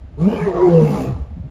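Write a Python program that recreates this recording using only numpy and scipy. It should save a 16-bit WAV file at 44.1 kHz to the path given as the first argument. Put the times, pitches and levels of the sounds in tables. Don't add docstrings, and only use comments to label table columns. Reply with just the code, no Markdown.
import sys
import numpy as np
from scipy import signal
from scipy.fft import rfft, irfft
from scipy.io import wavfile
from scipy.ndimage import uniform_filter1d

SR = 44100
rng = np.random.default_rng(int(sys.argv[2]) if len(sys.argv) > 2 else 0)


def dump(signal):
    limited = np.clip(np.atleast_2d(signal).T, -1, 1)
    pcm = np.round(limited * 32767).astype(np.int16)
    wavfile.write(sys.argv[1], SR, pcm)


def makeup_ratio(level_db):
    decades = np.asarray(level_db, float) / 20
    return 10 ** decades


N = 66150
T = np.arange(N) / SR

# time_s, pitch_hz, first_db, second_db, third_db (partial levels)
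MOAN_PHASE = [
    (.17, 136, -44, -50, -44),
    (.19, 143, -27, -38, -31),
    (.23, 168, -11, -33, -32),
    (.258, 190, -13, -27, -32),
    (.279, 210, -8.5, -20, -25),
    (.296, 214, -21, -24, -33),
    (.312, 210, -27, -32, -36),
    (.34, 197, -40, -30, -45),
]
HOARSE_PHASE = [
    (0.339, 195, -51, -30, -45),
    (0.372, 197.3, -34.5, -27.5, -58),
    (0.411, 209.4, -44, -26, -50),
    (0.454, 215.3, -35.5, -24, -52),
    (0.484, 197.3, -34.5, -14.5, -31),
    (0.508, 176.9, -32, -23, -33.5),
    (0.539, 173.1, -48, -27, -49.5),
    (0.554, 175.3, -21.5, -21.5, -31),
    (0.604, 176.5, -52, -16.5, -26.5),
]
CLIMAX_PHASE = [
    (.6, 175, -33, -20, -39),
    (.648, 181, -30, -6.5, -40),
    (.682, 177, -22, -8, -38),
    (.705, 173, -17, -19, -22),
    (.735, 167, -11, -34, -15),
    (.775, 162, -11, -30, -9.5),
    (.83, 155, -13, -34, -14),
    (.865, 150, -15, -36, -32),
    (.92, 149, -24, -37, -40),
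]
GROWL_PHASE = [(.92, 149, -28, -37, -40), (0.971, 146.6, -36, -32, -41), (1.012, 142.4, -33, -41, -51),
               (1.04, 137, -30.5, -33, -44), (1.07, 126.8, -25.5, -37, -34.5),
               (1.101, 132.8, -20.5, -46, -47), (1.135, 114.3, -26.5, -55, -67),
               (1.159, 94, -28.5, -37, -43), (1.191, 82.2, -35, -41.5, -42), (1.221, 70.6, -19.5, -34, -52),
               (1.25, 66.4, -54.5, -56, -58)]
# time_s, rasp_db, chest_share_db, breath_db
AIRFLOW = [(.165, -65.5, 1.5, -6.5), (.185, -52.5, 14.5, 5.5), (.22, -39.5, 2, 3.5),
           (.29, -39.5, 10.5, 6.5), (.34, -34.5, 4, 1), (.45, -32.5, -3, -2), (.53, -36, 2.5, -4.5),
           (.6, -31, 0, -5.5), (.7, -32.5, 7, -1.5), (.82, -33, 3.5, 2), (.9, -36.5, 6.5, 8.5),
           (.96, -31.5, 1.5, 5), (1.03, -37.5, 10, 10), (1.09, -40.5, 6, 4), (1.13, -45.5, -4.5, 4.5),
           (1.2, -51.5, -0.5, 1), (1.3, -65, -3, 11)]
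# start_s, length_s, level_db, start_hz, end_hz
LOOSE_FOLD_TONES = [(0.295, 0.056, -23, 215, 282), (0.353, 0.048, -28.5, 205, 227),
                    (0.401, 0.078, -17.5, 160, 182), (0.575, 0.091, -24.5, 965, 954),
                    (0.633, 0.09, -24.5, 764, 665), (0.716, 0.12, -35.5, 346, 359.2),
                    (0.801, 0.066, -17.5, 222, 216.6), (0.889, 0.088, -21, 205, 198.7),
                    (0.97, 0.072, -25, 270.4, 264.4), (0.499, .13, -24.5, 489, 446.3),
                    (0.478, 0.11, -32, 693.5, 675), (0.55, 0.068, -27.5, 1143, 1052),
                    (1.076, 0.045, -29, 199, 205)]
# start_s, length_s, level_db, start_hz, end_hz
TORN_STRANDS = [(.19, 0.062, -41, 1120, 1100), (0.26, 0.073, -43, 800, 970), (.39, 0.06, -38, 850, 830),
                (.42, 0.083, -35.5, 560, 670), (.55, .06, -30.5, 830, 480),
                (0.451, 0.036, -33.5, 1000, 1200), (.42, .05, -38, 1500, 2100), (.79, 0.056, -35, 950, 940),
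                (.85, 0.07, -32, 800, 880), (.925, 0.058, -30, 870, 850), (.97, 0.058, -29, 850, 760),
                (.92, 0.095, -40, 1100, 970), (.94, 0.063, -41, 920, 1080), (0.75, 0.11, -32.5, 570, 565),
                (.87, 0.05, -23.5, 320, 280), (0.94, .07, -38, 500, 374), (.9, 0.078, -33, 460, 476),
                (.94, .09, -34, 660, 610), (.96, .05, -28, 440, 413), (1.05, 0.074, -33.5, 290, 359),
                (1.03, 0.079, -34.5, 480, 529), (1.05, 0.078, -41, 690, 670), (0.95, 0.075, -45, 789, 823)]
# centre_hz, width_hz, level_db
THROAT_RINGS = [(171.7, 47, -4.5), (390.5, 157, 0), (630, 314, -6.5), (839, 163, -2.5), (1122, 206, -4.5),
                (1450, 100, -16), (1780, 1300, -38.5), (2190, 220, -30.5), (3560, 500, -46.5),
                (5900, 370, -43.5)]
# start_s, length_s, share_db, start_hz, end_hz
MOUTH_RINGS = [(0.205, 0.16, -8, 2200, 2500), (0.254, .14, -7.5, 2650, 3100),
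               (0.261, 0.13, -7.5, 1450, 1700), (0.341, .13, -3, 2450, 2050), (0.374, 0.12, -3, 1650, 1850),
               (0.431, 0.056, -19.5, 2550, 2450), (.46, .13, -11, 1900, 1750),
               (0.578, .14, -10.5, 1900, 2150), (.6, 0.15, -16, 1750, 1500),
               (0.751, 0.051, -10, 2850, 2680), (0.816, 0.12, -10, 2750, 2550),
               (0.844, 0.082, -7, 2300, 2050), (0.923, .11, -12, 2100, 2300), (.98, 0.13, -9, 2650, 2450)]
# frequency_hz, level_db
FIZZ_SPECTRUM = [(1200, 9), (4000, -1.5), (7500, -7), (9400, -6), (10600, -13.5), (11400, -26.5),
                 (12400, -15), (14500, -21)]
# frequency_hz, t60_s
ROCK_DECAY = [(200, 0.43), (1000, 0.74), (4000, 0.43), (10000, 0.043)]
# frequency_hz, level_db
WIND_SPECTRUM = [(20, -19.5), (40, 2), (62, 15), (100, 5), (170, -7.5), (270, -30), (600, -71)]
# time_s, level_db
GUST_CURVE = [(0, -36), (.16, -36.5), (.3, -39), (.6, -36.5), (.9, -34.5), (1.02, -30.5), (1.2, -36),
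              (1.26, -40), (1.34, -37), (1.5, -33.5)]
# start_s, length_s, level_db, thump_hz
WIND_BUFFETS = [(.01, .07, -39.5, 44), (0.14, 0.08, -28, 66), (.58, 0.063, -33.5, 60),
                (1.302, .06, -27, 73), (1.355, 0.039, -31, 173), (1.385, 0.033, -31.5, 175),
                (1.391, .04, -26, 81), (1.435, 0.041, -28, 135), (1.36, 0.032, -38.5, 250),
                (1.3, 0.038, -38, 214), (1, 0.033, -33, 160)]
# frequency_hz, level_db
WASH_SPECTRUM = [(250, -10.5), (400, -10), (620, -1.5), (1000, -12.5), (2000, -18), (3500, -24),
                 (6000, -33.5), (11000, -36)]
# frequency_hz, level_db
TREBLE_GAP = [(20, 1.5), (7600, -2), (7850, -35.5), (8700, -26), (9100, -5.5), (20000, 4.5)]

ROAR = MOAN_PHASE + HOARSE_PHASE[1:] + CLIMAX_PHASE[1:] + GROWL_PHASE
ROAR = MOAN_PHASE + HOARSE_PHASE[1:] + CLIMAX_PHASE[1:] + GROWL_PHASE[1:]

WOBBLE_DB, WOBBLE_HZ = 1.1, 1.5
TEAR_S, TEAR_DB, TEAR_HZ = .9, 1.2, 5


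def evened(x):
    return x / np.sqrt(np.mean(x ** 2) + 1e-20)


def column(table, index):
    rows = np.array(table)
    return np.interp(T, rows[:, 0], rows[:, index])


def colour(x, points):
    hz, db = np.transpose(points)
    bins_hz = np.fft.rfftfreq(N, 1 / SR)
    return irfft(rfft(x) * makeup_ratio(np.interp(np.log(bins_hz + 1), np.log(hz), db)), N)


def drift(hz):
    lowpass = 1 + (np.fft.rfftfreq(N, 1 / SR) / hz) ** 2
    return evened(irfft(rfft(rng.standard_normal(N)) / lowpass, N))


def progress(start, length):
    return np.clip((T - start) / length, 0, 1)


def tone(hz):
    return np.sqrt(2) * np.sin(2 * np.pi * np.cumsum(hz) / SR)


def resonate(x, hz, width):
    turn = np.exp(2j * np.pi * np.cumsum(hz * np.ones(N)) / SR)
    r = np.exp(-np.pi * width / SR)
    return 2 * (turn * signal.lfilter([1 - r], [1, -r], x / turn)).real


def patchy(shape, bands, frames):
    smooth = uniform_filter1d(rng.standard_normal(shape), size=bands, axis=0)
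    return evened(uniform_filter1d(smooth, size=frames, axis=1))


def pitch():
    return column(ROAR, index=1)


def voice():
    torn = T > TEAR_S
    hz = pitch() + (WOBBLE_HZ + TEAR_HZ * torn) * drift(21)
    out = np.zeros(N)
    for k in (1, 2, 3):
        level_db = column(ROAR, index=k + 1) + (WOBBLE_DB + TEAR_DB * torn) * drift(47)
        out += makeup_ratio(level_db) * tone(k * hz)
    fade_in = np.clip((T - ROAR[0][0]) / 0.0033, 0, 1)
    fade_out = np.clip((ROAR[-1][0] - T) / 0.017, 0, 1)
    return fade_in * fade_out * out


def loose_folds():
    out = np.zeros(N)
    for start, length, db, from_hz, to_hz in LOOSE_FOLD_TONES:
        u = progress(start, length)
        hz = (from_hz + (to_hz - from_hz) * u) * (1 + .012 * drift(50))
        out += makeup_ratio(db) * np.sin(np.pi * u) * tone(hz)
    return out * makeup_ratio(WOBBLE_DB * drift(48))


def strands():
    out = np.zeros(N)
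    for start, length, db, from_hz, to_hz in TORN_STRANDS:
        u = progress(start, length)
        hz = from_hz + (to_hz - from_hz) * u + 16 * drift(45.5)
        out += makeup_ratio(db + 2.03 * drift(60)) * np.sin(np.pi * u) * tone(hz)
    return out


def rough_air():
    turns = np.cumsum(pitch() / 2.3 * (1 + .2 * drift(60))) / SR
    starts = np.diff(np.floor(turns), prepend=0) > 0
    slaps = signal.lfilter([1], [1, -.9], starts * makeup_ratio(0.73 * rng.standard_normal(N)))
    puffs = (.5 + np.exp(-(turns % 1) / .9)) * rng.standard_normal(N)
    return slaps, puffs


def throat(drive):
    rings = []
    for k, (hz, width, db) in enumerate(THROAT_RINGS):
        centre = hz * (1 + .045 * drift(16))
        ring = resonate(resonate(drive, centre, width * 1.14), centre, width * 1.16)
        level = makeup_ratio(db + 3 * drift(22)) / np.sqrt(width / 100)
        rings.append((-1) ** k * level * ring)
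    chest, upper = sum(rings[:3]), sum(rings[3:])
    return (chest * makeup_ratio(column(AIRFLOW, index=2)) + upper) / np.sqrt(np.mean(upper ** 2))


def mouth(puffs):
    out = np.zeros(N)
    width_hz = 340
    for start, length, db, from_hz, to_hz in MOUTH_RINGS:
        u = progress(start, length)
        hz = from_hz + (to_hz - from_hz) * u
        ring = resonate(resonate(puffs, hz, width_hz), hz, width_hz)
        out += makeup_ratio(db) * np.sin(np.pi * u) * evened(ring)
    return out


def fizz(puffs):
    z = signal.stft(colour(puffs, [(600, -42.5)] + FIZZ_SPECTRUM), nperseg=512)[2]
    frame_at = np.minimum(np.arange(z.shape[1]) * 256, N - 1)
    breath_db = column(AIRFLOW, index=3)[frame_at]
    response = np.linspace(.3, 2, len(z))[:, None]
    level = makeup_ratio(response * (2.6 * patchy(z.shape, 6, 9) + breath_db))
    z = z / np.sqrt(np.mean(abs(z) ** 2) * len(z)) * level
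    return signal.istft(z, nperseg=512)[1][:N] * makeup_ratio(-9.5)


def rasp():
    slaps, puffs = rough_air()
    roughness = 0.82
    drive = (1 - roughness) * evened(slaps) + roughness * evened(puffs)
    fade_in = np.clip((T - AIRFLOW[0][0]) / 0.0075, 0, 1)
    fade_out = np.clip((AIRFLOW[-1][0] - T) * 20, 0, 1)
    level = fade_in * fade_out * makeup_ratio(column(AIRFLOW, index=1))
    return level * (throat(drive) + mouth(puffs) + fizz(puffs))


def rocks(x):
    taps, at = np.zeros(SR), np.arange(500, SR - 20, 20)
    taps[at + rng.integers(0, 20, len(at))] = rng.choice([-1., 1.], len(at))
    hz, t, z = signal.stft(taps, SR, nperseg=256)
    band_hz, band_t60 = np.transpose(ROCK_DECAY)
    t60 = np.interp(np.log(hz + 1), np.log(band_hz), band_t60)[:, None]
    tail = signal.istft(z * makeup_ratio(-60 * t / t60), SR, nperseg=256)[1]
    return signal.fftconvolve(x, tail / np.linalg.norm(tail))[:N]


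def wind():
    gust_db = column(GUST_CURVE, index=1) + 1.8 * drift(14.0)
    rumble = evened(colour(rng.standard_normal(N), WIND_SPECTRUM))
    flutter = evened(resonate(resonate(rng.standard_normal(N), 180, 190), 180, 190))
    return rumble * makeup_ratio(gust_db) + flutter * makeup_ratio(2 * gust_db + 23.0)


def buffets():
    out = np.zeros(N)
    for start, length, db, hz in WIND_BUFFETS:
        swell = np.sin(np.pi * progress(start, length))
        out += np.sqrt(2) * makeup_ratio(db) * swell * np.sin(2 * np.pi * hz * (T - start))
    return out


def wash():
    noise = evened(colour(rng.standard_normal(N), [(120, -32.5)] + WASH_SPECTRUM))
    return noise * makeup_ratio(-54 + 1.2 * drift(2.1))


def scene():
    cat = voice() + loose_folds() + rasp() + strands()
    echoes = makeup_ratio(-17) * rocks(cat)
    return (cat + echoes + wind() + buffets() + wash())[None]


def gate_treble(x):
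    hz, _, z = signal.stft(x, SR, nperseg=1024)
    power = uniform_filter1d(uniform_filter1d(abs(z) ** 2, size=7, axis=0), size=4, axis=1)
    threshold_db = -84 + 5 * patchy(z.shape, 7, 4)
    keep = (power > makeup_ratio(2 * threshold_db)) | (hz[:, None] < 10400)
    return signal.istft(z * keep, SR, nperseg=1024)[1][:N]


def top_cut(x):
    return signal.sosfilt(signal.butter(12, 14650, fs=SR, output="sos"), x)


def record(dry):
    faded = dry[0] * np.clip((T[-1] - T) / .004, 0, 1)
    gated = gate_treble(colour(faded, TREBLE_GAP))
    band_limit = signal.firwin(511, 14600, window=("kaiser", 9), fs=SR)
    mix = signal.oaconvolve(gated[None], band_limit[None], "same")
    return top_cut(mix)


dry = scene()
out = record(dry)
dump(out)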